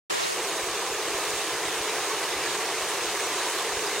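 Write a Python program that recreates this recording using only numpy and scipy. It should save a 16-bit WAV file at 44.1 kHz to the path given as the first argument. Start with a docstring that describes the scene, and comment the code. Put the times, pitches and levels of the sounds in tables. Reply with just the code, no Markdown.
"""Inside a barn with a sheet-metal roof, under heavy rain.
Thousands of drops a second tick on the panels and blur into a wash; fat drops make the sheets drum.
Splashes, pings and brief ringing swells stand out, and the treble leans to the open side on the right.
The lows start wide and soon fold to the middle. Faint low bumps come from a hand holding a camera."""
import sys
import numpy as np
from scipy import signal
from scipy.fft import rfft, irfft
from scipy.io import wavfile
from scipy.ndimage import uniform_filter1d

SR = 44100
rng = np.random.default_rng(int(sys.argv[2]) if len(sys.argv) > 2 else 0)


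def store_wav(level_fs):
    """Save 16-bit WAV to argv[1]."""
    pcm = np.round(np.clip(np.atleast_2d(level_fs), -1, 1) * 32767)
    wavfile.write(sys.argv[1], SR, pcm.T.astype(np.int16))


N = 176400

# Tone of small drops on the roof. Each row: frequency in Hz, relative level in dB.
PATTER_TONE = [(20, -100), (45, -102), (75, -82), (110, -78.5), (160, -76), (260, -78.5), (400, -68),
               (800, -67), (1150, -67.5), (1430, -68), (1650, -65.7), (2500, -67.8), (3200, -69.5),
               (3750, -68.5), (4200, -70.5), (5000, -71.6), (6100, -71.7), (6520, -69.3), (6950, -72.3),
               (8000, -73.2), (9800, -75.7), (11500, -83), (13200, -85.5), (15500, -85)]
# Low resonances of the roof sheets. Each row: frequency in Hz, relative level in dB.
SHEET_TONE = [(200, -100), (258, -88), (305, -67), (360, -61.5), (425, -57), (470, -60), (515, -66),
              (600, -70.5), (740, -65), (850, -67.3), (1020, -64.5), (1220, -66.3), (1420, -76.5),
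              (2500, -81.5), (5000, -100)]
# Surges of the downpour. Each row: time in seconds, then gains in dB for the patter's body,
# the drumming and the patter's treble.
DOWNPOUR = [(.1, 2.7, 5.2, -.3), (.26, 2, 2, .2), (.315, -2.5, 1.5, 1), (.37, -.5, .3, -.3),
            (.6, -1.2, -.3, 0), (.82, -.8, -.2, -.9), (.98, -1.8, .3, -1.3), (1.15, -.5, 1.1, .3),
            (1.34, .1, -.2, 1.1), (1.48, -.5, -1.3, 0), (1.58, .2, .6, -.6), (1.76, -.7, 0, 0),
            (1.95, .4, 2, 0), (2.25, .3, -.4, -.2), (2.5, 1.2, 0, -.1), (2.7, -.3, .7, -.9),
            (2.8, 1.2, -1.3, -.5), (2.95, .3, -.5, -.3), (3.5, .3, .4, .9), (3.72, -.3, .5, -.5),
            (3.87, -.1, 1.5, 0), (4.0, .3, .5, 0)]
# Ringing bursts of splatter. Each row: peak time in seconds, centre in Hz, bandwidth in Hz,
# length in seconds, level in dB.
SPLATTER_SWELLS = [(.22, 4200, 2800, .11, -38.5), (.243, 3900, 550, .016, -35), (.395, 418, 140, .025, -37),
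                   (.491, 6800, 500, .016, -41), (.828, 830, 200, .026, -37), (1.146, 380, 100, .036, -33),
                   (1.299, 7020, 450, .016, -40), (1.3, 9480, 500, .02, -43), (1.59, 1050, 400, .04, -37),
                   (2.12, 1090, 110, .037, -37), (2.334, 3875, 250, .016, -40.5),
                   (2.455, 2330, 300, .04, -39), (2.71, 800, 300, .04, -37), (2.898, 8500, 3500, .035, -40),
                   (3.06, 430, 120, .03, -35), (3.395, 3850, 250, .04, -41.5), (3.533, 990, 150, .25, -40),
                   (3.535, 4520, 300, .018, -41), (3.87, 4950, 350, .018, -36.5)]
# Stereo picture of the patter. Each row: frequency in Hz, left minus right in dB,
# likeness of the two sides from 0 to 1 (where not folded to the middle).
PATTER_IMAGE = [(1500, 0, 0.3), (2900, 0, 0.36), (3300, 0.5, 0.11), (5000, -2.5, 0.12), (7000, -4, 0.21),
                (10000, -2.3, 0.22), (15000, -.8, 0.3)]
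# Bumps of the hand. Each row: start in seconds, hold in seconds, press and release in relative dB.
HAND_BUMPS = [(.612, .02, -49, -39), (.675, .02, -48, -47), (.711, .028, -46, -48), (.909, .019, -47, -43),
              (1.085, .021, -51, -47), (1.127, .018, -47, -38), (1.274, .019, -49, -46),
              (1.337, .021, -44, -45), (1.53, .02, -46, -46), (1.657, .021, -48, -42),
              (1.786, .02, -47, -39), (2.36, .021, -44, -44), (2.807, .018, -48, -44),
              (3.063, .023, -44, -44), (3.727, .012, -44, -46), (3.765, .007, -41, -42)]

IMPACT_S = 0.00057  # a drop takes this long to flatten
# Layer levels in dB are relative, set ahead of the tone curves.
TICK_PER_S, TICK_SCATTER_DB, TICK_T60_S, TICK_DB, WASH_DB = 4500, 4.5, 0.0087, -4.7, -2.7
SPLASH_PER_S, SPLASH_SCATTER_DB, SPLASH_T60_S, SPLASH_DB, SPLASH_LOW_HZ = 160, -0.5, 0.015, -13, 2180
THUD_PER_S, THUD_SCATTER_DB, THUD_T60_S, THUD_DB, ROAR_DB = 700, 4, 0.022, -5, -2
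PING_PER_S, PING_SCATTER_DB, PING_T60_S, PING_DB = 450, 1.3, .075, -15.5

TIME_S = np.arange(N) / SR
BIN_HZ = np.arange(N // 2 + 1) * SR / N
SIDES = np.array([[1], [-1]])  # left, right


def patter():
    """Small drops tick on the roof over the wash of countless far ones; near splashes and pings stand out."""
    ticks = drops(TICK_PER_S, TICK_SCATTER_DB, TICK_T60_S, spread_db=3)
    ticks = hold_level(ticks, span_s=.15)
    splashes = drops(SPLASH_PER_S, SPLASH_SCATTER_DB, SPLASH_T60_S, spread_db=10)
    splashes = undb(SPLASH_DB) * band(splashes, SPLASH_LOW_HZ, "high")
    flurry = undb(TICK_DB + 0.25 * wander(25))
    wash = undb(WASH_DB) * rng.standard_normal((2, N))
    return colour(flurry * ticks + wash + splashes + undb(PING_DB) * pings(), PATTER_TONE)


def drops(per_s, scatter_db, t60_s, spread_db, patches=12):
    """Drops of many sizes land at random on patches of roof, each with its own ring and direction."""
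    rings = ring_spectra(t60_s, 2 * patches).reshape(patches, 2, -1)
    spectrum = 0
    for ring, side in zip(rings, np.linspace(-1, 1, patches)):
        lands = rng.random(N) < per_s / patches / SR
        size = undb(scatter_db * np.minimum(rng.standard_normal(N), 2.6))
        hits = lands * size
        pan = undb(side * spread_db * SIDES / 2)
        spectrum = spectrum + rfft(hits - hits.mean()) * ring * pan
    return unit(irfft(spectrum, N))


def ring_spectra(t60_s, count):
    """Struck metal rings in dense modes: spectra of dying noise bursts, together even in colour."""
    envelope = strike(TIME_S[:SR], t60_s)
    rings = rfft(rng.standard_normal((count, SR)) * envelope, N)
    power = uniform_filter1d(np.mean(np.abs(rings) ** 2, axis=0), N // 400)
    return rings / np.sqrt(power)


def strike(t, t60_s):
    """A ring builds as the drop flattens, then dies by 60 dB in t60_s."""
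    return (1 - np.exp(-t / IMPACT_S)) * np.exp(-np.log(1000) * t / t60_s)


def shimmer(x, bands=30, depth_db=0.8, per_s=22):
    """Neighbouring bands flicker on their own as the drops hit ever different spots."""
    place = np.interp(np.log(BIN_HZ + 1), np.log([500, 16000]), [0, bands - 1])
    spectrum = rfft(x)
    out = 0
    for k in range(bands):
        window = np.maximum(1 - np.abs(place - k), 0)
        out = out + irfft(spectrum * window, N) * undb(depth_db * wander(per_s))
    return out


def stereo_image(pair, mono_lows, wide_above_hz=3080):
    """The treble stays wide and leans to the open side on the right; mono_lows centres the lows."""
    a, b = rfft(pair)
    lows = np.clip((wide_above_hz - BIN_HZ) / 100 + .5, 0, 1)
    width = (1 - mono_lows * lows) * (1 - by_hz(PATTER_IMAGE, column=2))
    mid = (a + b) / 2 * np.sqrt(2 - width)
    side = (a - b) / 2 * np.sqrt(width)
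    lean = undb(SIDES * by_hz(PATTER_IMAGE) / 2)
    return irfft((mid + SIDES * side) * lean, N)


def drumming():
    """Fat drops keep the roof sheets ringing in their low resonances; far ones merge into a roar."""
    thuds = drops(THUD_PER_S, THUD_SCATTER_DB, THUD_T60_S, spread_db=-1, patches=24)[0]
    roar = undb(ROAR_DB) * rng.standard_normal(N)
    sheets = colour(undb(THUD_DB) * thuds + roar, SHEET_TONE)
    return hold_level(sheets, span_s=.07)


def pings(low_hz=1200, high_hz=13000):
    """Some drops strike edges and fittings and ring briefly, each at its own pitch and place."""
    t = TIME_S[:SR // 6]
    envelope = strike(t, PING_T60_S)
    out = np.zeros((2, N + len(t)))
    draws = rng.random((4000, 4))
    for when, pitch, size, side in draws[:int(PING_PER_S * N / SR)]:
        hz = low_hz * (high_hz / low_hz) ** np.sqrt(pitch)  # favours the high pitches
        gain = undb(PING_SCATTER_DB * min(-np.log(size), 4))
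        ring = gain * envelope * np.sin(2 * np.pi * hz * t)
        start = int(when * N)
        out[:, start:start + len(t)] += np.sqrt([[1 - side], [side]]) * ring
    return unit(out[:, :N])


def splatter():
    """Short bursts of splatter swell out of the rain, each ringing in one band."""
    out = 0
    for peak_s, hz, width_hz, length_s, db in SPLATTER_SWELLS:
        swell = np.exp(-2 * ((TIME_S - peak_s) / length_s) ** 2)
        ring = band(rng.standard_normal(N), [hz - width_hz / 2, hz + width_hz / 2], "bandpass", order=3)
        out = out + undb(db) * unit(ring * swell) * np.sqrt(np.mean(swell ** 2))
    return out


def hand_bumps(rise_s=.0016, low_hz=60, high_hz=230):
    """A hand jolts the camera body as it presses, and the opposite way as it lets go: dull, low knocks."""
    push = 0
    for start_s, hold_s, press_db, release_db in HAND_BUMPS:
        press = undb(press_db) * np.clip((TIME_S - start_s) / rise_s, 0, 1)
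        release = undb(release_db) * np.clip((TIME_S - start_s - hold_s) / rise_s, 0, 1)
        push = push + release - press
    return 2 * band(band(push, low_hz, "high"), high_hz, "low")


def colour(x, tone):
    """Shape a sound to a tone curve with a minimum-phase filter, so attacks stay sharp."""
    gain = undb(by_hz(tone)) * np.sqrt(SR / 2)
    cepstrum = irfft(np.log(gain), N)
    fold = 1 + np.sign(N / 2 - np.arange(N))
    fold[0] = 1
    return irfft(rfft(x) * np.exp(rfft(cepstrum * fold)), N)


def hold_level(x, span_s):
    """Ride the gain so the level is steady over spans longer than span_s."""
    size = int(span_s * SR)
    power = uniform_filter1d(uniform_filter1d(x ** 2, size), size)
    return x * np.sqrt(np.mean(x ** 2) / power)


def by_hz(table, column=1):
    """One column of a table, read at every frequency on a log axis."""
    rows = np.array(table, float)
    return np.interp(np.log(BIN_HZ + 1), np.log(rows[:, 0]), rows[:, column])


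def band(x, hz, kind, order=2):
    """Butterworth filter."""
    return signal.sosfilt(signal.butter(order, hz, kind, fs=SR, output="sos"), x)


def wander(per_s):
    """Random drift with a spread near 1."""
    steps = rng.standard_normal(400)
    return 1.28 * np.interp(TIME_S * per_s, np.arange(len(steps)), steps)


def fade_in(centre_s, length_s):
    """Straight fade from 0 to 1."""
    return np.clip((TIME_S - centre_s) / length_s + .5, 0, 1)


def undb(db):
    """Decibels to gain."""
    return 10 ** (np.asarray(db) / 20)


def unit(x):
    """Scale to rms 1."""
    return x / np.sqrt(np.mean(x ** 2))


def scene():
    """The rain cuts in; patter and drumming ride the downpour, their lows wide at first, then centred."""
    times, *levels = np.array(DOWNPOUR).T
    body_gain, drum_gain, treble_gain = (undb(np.interp(TIME_S, times, db)) for db in levels)
    rain = shimmer(patter())
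    treble = band(rain, 3500, "high", order=1)
    rain = (rain - treble) * body_gain + treble * treble_gain
    centred = fade_in(centre_s=0.348, length_s=0.028)
    wide = 1 - centred
    rain = centred * stereo_image(rain, mono_lows=True) + wide * stereo_image(rain, mono_lows=False)
    drums = drumming() * drum_gain * (centred + wide * SIDES)  # starts out of phase between the ears
    mix = rain + drums + splatter() + hand_bumps()
    return mix * fade_in(centre_s=0.0995, length_s=0.005)


def record(dry, top_hz=15800):
    """A steep low-pass takes off the very top of the treble."""
    return signal.sosfilt(signal.ellip(12, .1, 90, top_hz, fs=SR, output="sos"), dry)


dry = scene()
out = record(dry)
store_wav(out)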